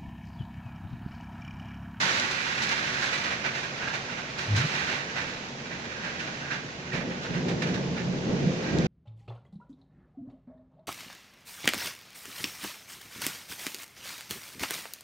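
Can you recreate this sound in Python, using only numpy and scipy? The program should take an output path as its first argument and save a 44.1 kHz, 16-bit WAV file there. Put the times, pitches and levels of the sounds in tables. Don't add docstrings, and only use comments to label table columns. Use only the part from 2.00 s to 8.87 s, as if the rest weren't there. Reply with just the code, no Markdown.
import sys
import numpy as np
from scipy import signal
from scipy.fft import rfft, irfft
from scipy.io import wavfile
from scipy.ndimage import uniform_filter1d

SR = 44100
rng = np.random.default_rng(int(sys.argv[2]) if len(sys.argv) > 2 else 0)


def master(y):
    cut = np.clip(np.atleast_2d(y).T, -1, 1)
    pcm = np.round(cut * 32767)
    wavfile.write(sys.argv[1], SR, pcm.astype(np.int16))


N = 302967
T = np.arange(N) / SR
HZ = np.maximum(np.arange(N // 2 + 1) * SR / N, 1)

# time in seconds, level in dB.
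RAIN_DRIVE = [(0, -22), (0.2, -25), (0.3, -27), (0.82, -27.5), (1.05, -27), (1.36, -30.5), (1.42, -33),
              (2.1, -34), (2.28, -35.5), (2.52, -31.5), (2.63, -28), (2.93, -28), (3.08, -35), (3.3, -33),
              (3.55, -40.5), (3.8, -36), (4.45, -36), (4.75, -39), (5.1, -37.5), (5.85, -39), (6.2, -39.5),
              (6.87, -35.5)]
# start in seconds, peak in dB, rise in seconds,
# spray relative to the peak in dB, ring frequency in Hz.
FLUNG_SPLASHES = [(0.0, -31.5, 0.022, -7, 1950), (0.147, -26.5, 0.025, -12, 1930),
                  (0.308, -40, 0.0081, 2.5, 2330), (0.616, -29, 0.013, -5, 1800),
                  (0.688, -30, 0.007, -6, 1930), (0.708, -24.5, 0.011, -12.5, 1930),
                  (1.015, -27.5, 0.022, -11.5, 1580), (1.114, -29, 0.028, -11.5, 1940),
                  (1.232, -27, 0.02, -15.5, 1980), (1.3, -28, 0.017, -23, 2420),
                  (1.435, -24.5, 0.021, -20, 1600), (1.536, -29, 0.029, -16.5, 1880),
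                  (1.626, -30.5, 0.014, -16, 1660), (1.79, -31.5, 0.03, -25, 1550),
                  (1.868, -29.5, 0.013, -20, 1600), (1.932, -27, 0.014, -14.5, 2350),
                  (2.085, -37, 0.022, -30, 1540), (2.175, -34, 0.018, -18, 1570),
                  (2.374, -30, 0.027, -11.5, 1780), (2.552, -26, 0.019, -11, 1540),
                  (2.599, -28, 0.012, -18, 1540), (2.733, -29.5, 0.016, -21, 1750),
                  (2.8, -32.5, 0.018, -22, 1700), (2.865, -31.5, 0.038, -28, 2100),
                  (3.155, -28, 0.027, -19, 1580), (3.645, -45, 0.019, -25, 1700),
                  (3.705, -37, 0.019, -28, 1930), (4.022, -32.5, 0.039, -20, 1770),
                  (4.185, -31.5, 0.023, -15, 1770), (4.26, -36.5, 0.023, -19, 1530),
                  (4.499, -28, 0.025, -20.5, 1590), (4.926, -28, 0.022, -18, 1850),
                  (5.005, -34.5, 0.0084, -22, 1810), (5.108, -37, 0.012, -22, 1900),
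                  (5.215, -37.5, 0.016, -10, 1600), (5.243, -34, 0.012, -18, 1510),
                  (5.331, -32.5, 0.023, -20, 1500), (5.478, -31.5, 0.015, -15, 1960),
                  (5.616, -27, 0.011, -17, 1690), (5.659, -33.5, 0.022, -14, 1600),
                  (5.735, -32, 0.013, -15, 1880), (5.959, -33.5, 0.019, -22, 1690),
                  (6.625, -37.5, 0.025, -19, 1600)]
# frequency in Hz, left gain in dB, right gain in dB.
PANE_RESPONSE = [(143, 0.5, 1.5), (393, -12, -13.5), (726, -9, -8), (1165, -4, -2), (1415, -2, 2),
                 (1930, -5, 3.5), (2130, -4, 2.5), (2460, -11.5, 1), (2790, -7.5, 0.5), (3490, -30, -9.5),
                 (4160, -14.5, -11.5), (4580, -22, -14), (6270, -22, -19), (8950, -69, -68)]
# frequency in Hz, half-width in Hz, gain in dB.
GLASS_MODES = [(377, 7.7, 4.5), (538, 46, -8.5), (886, 39, -6.5), (1492, 24, -11.5), (1596, 31, -3.5),
               (1780, 20, -8), (1934, 23, -5.5), (2366, 48, -5.5), (2510, 66, -14.5), (3810, 110, -10)]
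# frequency in Hz, gain in dB.
SPRAY_SPECTRUM = [(1500, -47), (3000, 4), (3400, 14), (3900, 14.5), (5000, 10.5), (6500, 7.5), (7400, 3.5),
                  (8300, -5.5), (10000, -10.5), (12800, -18), (15000, -27)]
# start in seconds, level in dB, ring frequency in Hz, decay in seconds.
DROP_KNOCKS = [(1.826, -28, 1600, 0.009), (1.872, -26, 1640, 0.0094), (2.565, -22, 1610, 0.004),
               (2.5745, -23, 1570, 0.0056), (4.921, -26.5, 1870, 0.0068), (5.621, -25, 1780, 0.006)]
# start in seconds, level in dB, decay in seconds, left minus right in dB.
DROP_TICKS = [(.198, -23.5, .004, 0), (2.563, -32, .022, -1), (3.487, -41, .002, 0), (5.485, -41, .022, 0),
              (5.621, -38, .016, -1), (6.7866, -24, .0004, 4)]
# start in seconds, length in seconds, level in dB.
SILL_RUNS = [(1.805, 0.13, -48), (3.95, 0.22, -43.5), (4.22, 0.091, -47), (4.408, 0.185, -41.5),
             (6.642, 0.2, -48)]
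# frequency in Hz, half-width in Hz, level in dB.
SILL_MODES = [(1488, 14, -9), (1608, 9, 0), (1755, 14, -10)]
# start in seconds, length in seconds, pitch in Hz, level in dB.
SASH_SHUDDERS = [(2.471, 0.13, 104.5, -24), (2.564, 0.064, 127.3, -24), (2.634, 0.032, 145, -27)]
# time in seconds, rumble in dB, rush in dB.
STEADY_WIND = [(0, -42, -51.5), (4.85, -40, -46.5), (5.0, -35.5, -45), (5.25, -37, -40), (5.4, -30, -35),
               (6.0, -31, -37), (6.55, -34, -33), (6.87, -30, -35)]
# start, rise and hold in seconds, rumble in dB, rush in dB.
WIND_GUSTS = [(4.907, 0.042, 0.017, -30, -36), (5.0, 0.034, 0.07, -38, -37.5),
              (5.267, 0.077, 0.012, -27.5, -38), (5.42, 0.033, 0.089, -31, -32.5),
              (5.64, 0.037, 0.11, -31, -34.5), (6.039, 0.026, 0.05, -28, -39),
              (6.239, 0.055, 0.04, -26.5, -33), (6.409, 0.037, 0.017, -21.5, -38),
              (6.697, 0.056, 0.047, -23.5, -29), (6.8, 0.025, 0.03, -27, -40)]
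# frequency in Hz, half-width in Hz,
# gain in a mild wind in dB, gain in a strong wind in dB.
LOW_MODES = [(20, 4.2, -25, -18), (79.3, 7.2, -7, -26), (121, 16, -6, -24), (141.2, 8.5, 3.5, -7),
             (177, 14, -10, 0.5), (230, 24.6, -2.5, -16), (313, 7.6, -21, -17), (378.4, 9.2, -15, -15),
             (504, 12, -24, -16.5)]
# frequency in Hz, gain in dB.
RUSH_SPECTRUM = [(40, -36), (120, -2.5), (235, 0), (300, 1), (420, -1.5), (510, -1.5), (600, -7),
                 (800, -13.5), (1200, -21.5), (4000, -70)]
# frequency in Hz, gain in dB.
TREE_SPECTRUM = [(100, 0), (500, 9.5), (900, 7), (1500, -5.5), (3000, 1), (5000, -1.5), (6500, -3),
                 (7400, -12.5), (8100, -23.5), (11000, -37), (15000, -61)]
# time in seconds, level in dB.
TREE_TOSS = [(0, -44), (1.1, -42.5), (1.9, -41), (2.3, -43), (3.2, -41), (3.6, -43.5), (4.3, -42.5),
             (4.8, -44.5), (5.15, -44), (5.45, -41.5), (6.0, -42), (6.87, -39.5)]


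def rain_on_pane(drops_per_s=5000, clumps_per_s=90, clump_share=0.18, spray_db=-12, spray_growth=1.56,
                 pane_db=-3.5, pane_low_hz=113, knock_db=-6, solid_db=-20, body_db=-5):
    rain_db, = curves(RAIN_DRIVE)
    clumps = fade(impacts(clumps_per_s, spread_db=2.5), decay=0.0092)
    flutter = 1 + clump_share * (clumps / clumps.mean() - 1)
    pane = spectrum(PANE_RESPONSE) / (1 + (pane_low_hz / HZ) ** 4)
    bright = glass(shaped(diffuse_noise(alike_hz=1470), pane))
    body = undb(body_db) * shaped(diffuse_noise(alike_hz=740), pane * peak(hz=650, width=300))
    water_power = undb(rain_db) ** 2
    spray_power = undb(spray_db + rain_db.max() + spray_growth * (rain_db - rain_db.max())) ** 2
    knocks = np.zeros((2, N))
    for start, db, rise, fine_db, ring_hz in FLUNG_SPLASHES:
        span = slice(int(start * SR), int(start * SR) + SR // 2)
        age = np.maximum(T[span] - start, 0) / rise
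        splash = undb(db) * age * np.exp(1 - age)
        water_power[span] += splash ** 2
        spray_power[span] += (splash * undb(fine_db)) ** 2
        solid = 1 / np.hypot(1, undb(fine_db - solid_db))
        spot_ring = unit(resonate(bright[:, span], ring_hz, width=170))
        knocks[:, span] += splash * solid * (spot_ring + body[:, span])
    rate = drops_per_s * np.sqrt(water_power / water_power.mean())
    patches = np.array([drops(rate) for _ in range(3)])
    patter = stereo_field(rfft(patches * np.sqrt(flutter / rate)), alike_hz=764, direct=0.5)
    ring = undb(pane_db) * np.sqrt(water_power) * glass(shaped(patter, pane))
    spray = np.sqrt(spray_power) * shaped(patter, spectrum(SPRAY_SPECTRUM))
    return ring + undb(knock_db) * knocks + spray


def drops(rate, decay_s=0.0029, scatter_db=5.5):
    hits = impacts(rate, spread_db=3.5)
    scattered = undb(scatter_db) * np.sqrt(fade(hits ** 2, decay_s))
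    return (hits + scattered) * rng.standard_normal(N)


def glass(x, shift_db=3, shifts_per_s=7):
    rings = sum(undb(db + shift_db * walk(shifts_per_s)) * resonate(x, hz, width)
                for hz, width, db in GLASS_MODES)
    return unit(x + rings)


def fat_drops(contact_s=0.0014, smear_db=-8):
    smear = undb(smear_db) * shaped(diffuse_noise(alike_hz=1470), spectrum(PANE_RESPONSE))
    out = 0
    for start, db, hz, decay in DROP_KNOCKS:
        age = np.maximum(T - start, 0)
        envelope = undb(db) * (1 - np.exp(-age / contact_s)) * np.exp(-age / decay)
        out += envelope * (np.sin(2 * np.pi * hz * age) + smear)
    return out * pan(-3)


def hard_drops(soft_hz=16000, crack_db=9, shatter_s=0.003):
    noise = shaped(diffuse_noise(alike_hz=2500), 1)
    force = 0
    for start, db, decay, pan_db in DROP_TICKS:
        crack = undb(crack_db) / (1 + decay / shatter_s) * (np.arange(N) == int(start * SR))
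        fizz = noise * (T >= start) * np.exp(-np.abs(T - start) / decay)
        force += (crack + fizz) * undb(db) * pan(pan_db)
    colour = unit(spectrum(SPRAY_SPECTRUM) * peak(0, soft_hz))
    return irfft(rfft(force) * colour, N)


def sill(drips_per_s=400, edge_s=0.013, soft_width_hz=300):
    flow = sum(undb(db) * np.clip(np.minimum(T - start, start + length - T) / edge_s, 0, 1)
               for start, length, db in SILL_RUNS)
    drips = impacts(drips_per_s, spread_db=0) * rng.standard_normal(size=(2, N))
    ring = sum(undb(db) * unit(resonate(resonate(drips, hz, soft_width_hz), hz, width))
               for hz, width, db in SILL_MODES)
    return even(ring + 1e-6, span_s=0.04) * flow * pan(-4)


def judder(overtone_db=-27, rough_db=2, jitter=0.011, thud_db=-14, thud_hz=140):
    thud_colour = peak(thud_hz, width=130) * HZ / (HZ + thud_hz)
    thud = undb(thud_db) * shaped(diffuse_noise(alike_hz=500), thud_colour)
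    wavering_time = np.cumsum(1 + jitter * walk(rate=90)) / SR
    roughness = undb(rough_db * walk(rate=88))
    out = 0
    for start, length, hz, db in SASH_SHUDDERS:
        phase = 2 * np.pi * hz * wavering_time
        groan = unit(np.sin(phase) + undb(overtone_db) * np.sin(2 * phase))
        swell = np.sin(np.pi * np.clip((T - start) / length, 0, 1))
        out += undb(db) * swell * (groan * roughness + thud)
    return out


def wind(boom_db=-3, boom_yield_db=-8, buffet_db=-0.44, strong_wind_db=-33, eddy_s=0.1):
    rumble_db, rush_db = wind_levels()
    strength = undb(rumble_db) / (undb(rumble_db) + undb(strong_wind_db))
    buffet = undb(buffet_db * strength * walk(rate=26))
    mild = np.sqrt(sum((undb(db) * peak(hz, width)) ** 2 for hz, width, db, _ in LOW_MODES))
    strong = np.sqrt(sum((undb(db) * peak(hz, width)) ** 2 for hz, width, _, db in LOW_MODES))
    boom = even(shaped(diffuse_noise(alike_hz=520), mild), eddy_s)
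    boom *= undb(rumble_db + boom_db + boom_yield_db * strength) * pan(-1.4)
    drone = even(shaped(diffuse_noise(alike_hz=450), strong), eddy_s)
    drone *= strength * undb(rumble_db) * pan(-2.6)
    rush = shaped(diffuse_noise(alike_hz=650), spectrum(RUSH_SPECTRUM)) * undb(rush_db) * pan(1)
    return (boom + drone + rush) * buffet


def wind_levels(release_s=0.076):
    power = undb(curves(STEADY_WIND)) ** 2
    for start, rise, hold, rumble_db, rush_db in WIND_GUSTS:
        attack = np.clip((T - start) / rise, 0, 1)
        release = np.exp(-np.maximum(T - start - rise - hold, 0) / release_s)
        power += (undb([[rumble_db], [rush_db]]) * attack * release) ** 2
    return 10 * np.log10(power)


def trees(sway_db=0.2):
    toss_db, = curves(TREE_TOSS)
    hiss = shaped(diffuse_noise(alike_hz=694), spectrum(TREE_SPECTRUM))
    return hiss * undb(toss_db + sway_db * walk(rate=4))


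def room(x, t60_s=0.33, wet_db=-10):
    t = T[:SR // 4]
    tail = rng.standard_normal(size=(2, len(t))) * undb(-60 * t / t60_s) * (t > .003)
    tail *= undb(wet_db) / np.linalg.norm(tail, axis=1, keepdims=True)
    tail = signal.sosfilt(signal.butter(2, 300, "high", fs=SR, output="sos"), tail)
    return x + signal.fftconvolve(x, tail, axes=1)[:, :N]


def stereo_field(fields, alike_hz, direct, right_lag_s=0.00029):
    mid, side, near = fields
    coherence = .99 / (1 + (HZ / alike_hz) ** 4)
    opposed = side * np.array([[1], [-1]])
    diffuse = (mid * np.sqrt(1 + coherence) + opposed * np.sqrt(1 - coherence)) / np.sqrt(2)
    lag = np.exp(-2j * np.pi * HZ * np.array([[0], [right_lag_s]]))
    share = direct / (1 + (HZ / 3500) ** 2)
    return np.sqrt(1 - share) * diffuse + np.sqrt(share) * near * lag


def diffuse_noise(alike_hz):
    real, imag = rng.standard_normal(size=(2, 3, len(HZ)))
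    return stereo_field(real + 1j * imag, alike_hz, direct=0)


def impacts(rate, spread_db):
    occurs = rng.random(N) < rate / SR
    return occurs * undb(spread_db * np.minimum(rng.exponential(size=N), 3.5))


def fade(x, decay):
    keep = np.exp(-1 / (decay * SR))
    return signal.lfilter([1 - keep], [1, -keep], x)


def resonate(x, hz, width):
    return signal.lfilter(*signal.iirpeak(hz, hz / (2 * width), fs=SR), x)


def peak(hz, width):
    return 1 / (1 + ((HZ - hz) / width) ** 2)


def shaped(field, gain):
    return unit(irfft(field * gain, N))


def spectrum(table):
    hz, *columns = np.transpose(table)
    return undb([np.interp(np.log(HZ), np.log(hz), column) for column in columns])


def curves(table):
    times, *columns = np.transpose(table)
    return [np.interp(T, times, column) for column in columns]


def walk(rate):
    hold = max(int(SR / rate), 2)
    steps = np.repeat(rng.standard_normal(N // hold + 1), hold)
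    return unit(uniform_filter1d(uniform_filter1d(steps, hold), hold)[:N])


def even(x, span_s):
    local_power = uniform_filter1d(np.mean(x ** 2, axis=0), int(span_s * SR))
    return unit(x / np.sqrt(local_power))


def pan(db):
    return undb(db * np.array([[.5], [-.5]]))


def undb(db):
    return 10 ** (np.asarray(db) / 20)


def unit(x):
    return x / np.sqrt(np.mean(x ** 2))


def scene():
    return room(rain_on_pane() + fat_drops() + sill() + trees() + wind() + judder() + hard_drops())


def record(dry):
    top_hz, edge_s = 15000, 0.003
    edges = np.clip(np.minimum(T, T[-1] - T) / edge_s, 0, 1)
    return signal.sosfilt(signal.ellip(8, .2, 70, top_hz, fs=SR, output="sos"), dry * edges)


dry = scene()
out = record(dry)
master(out)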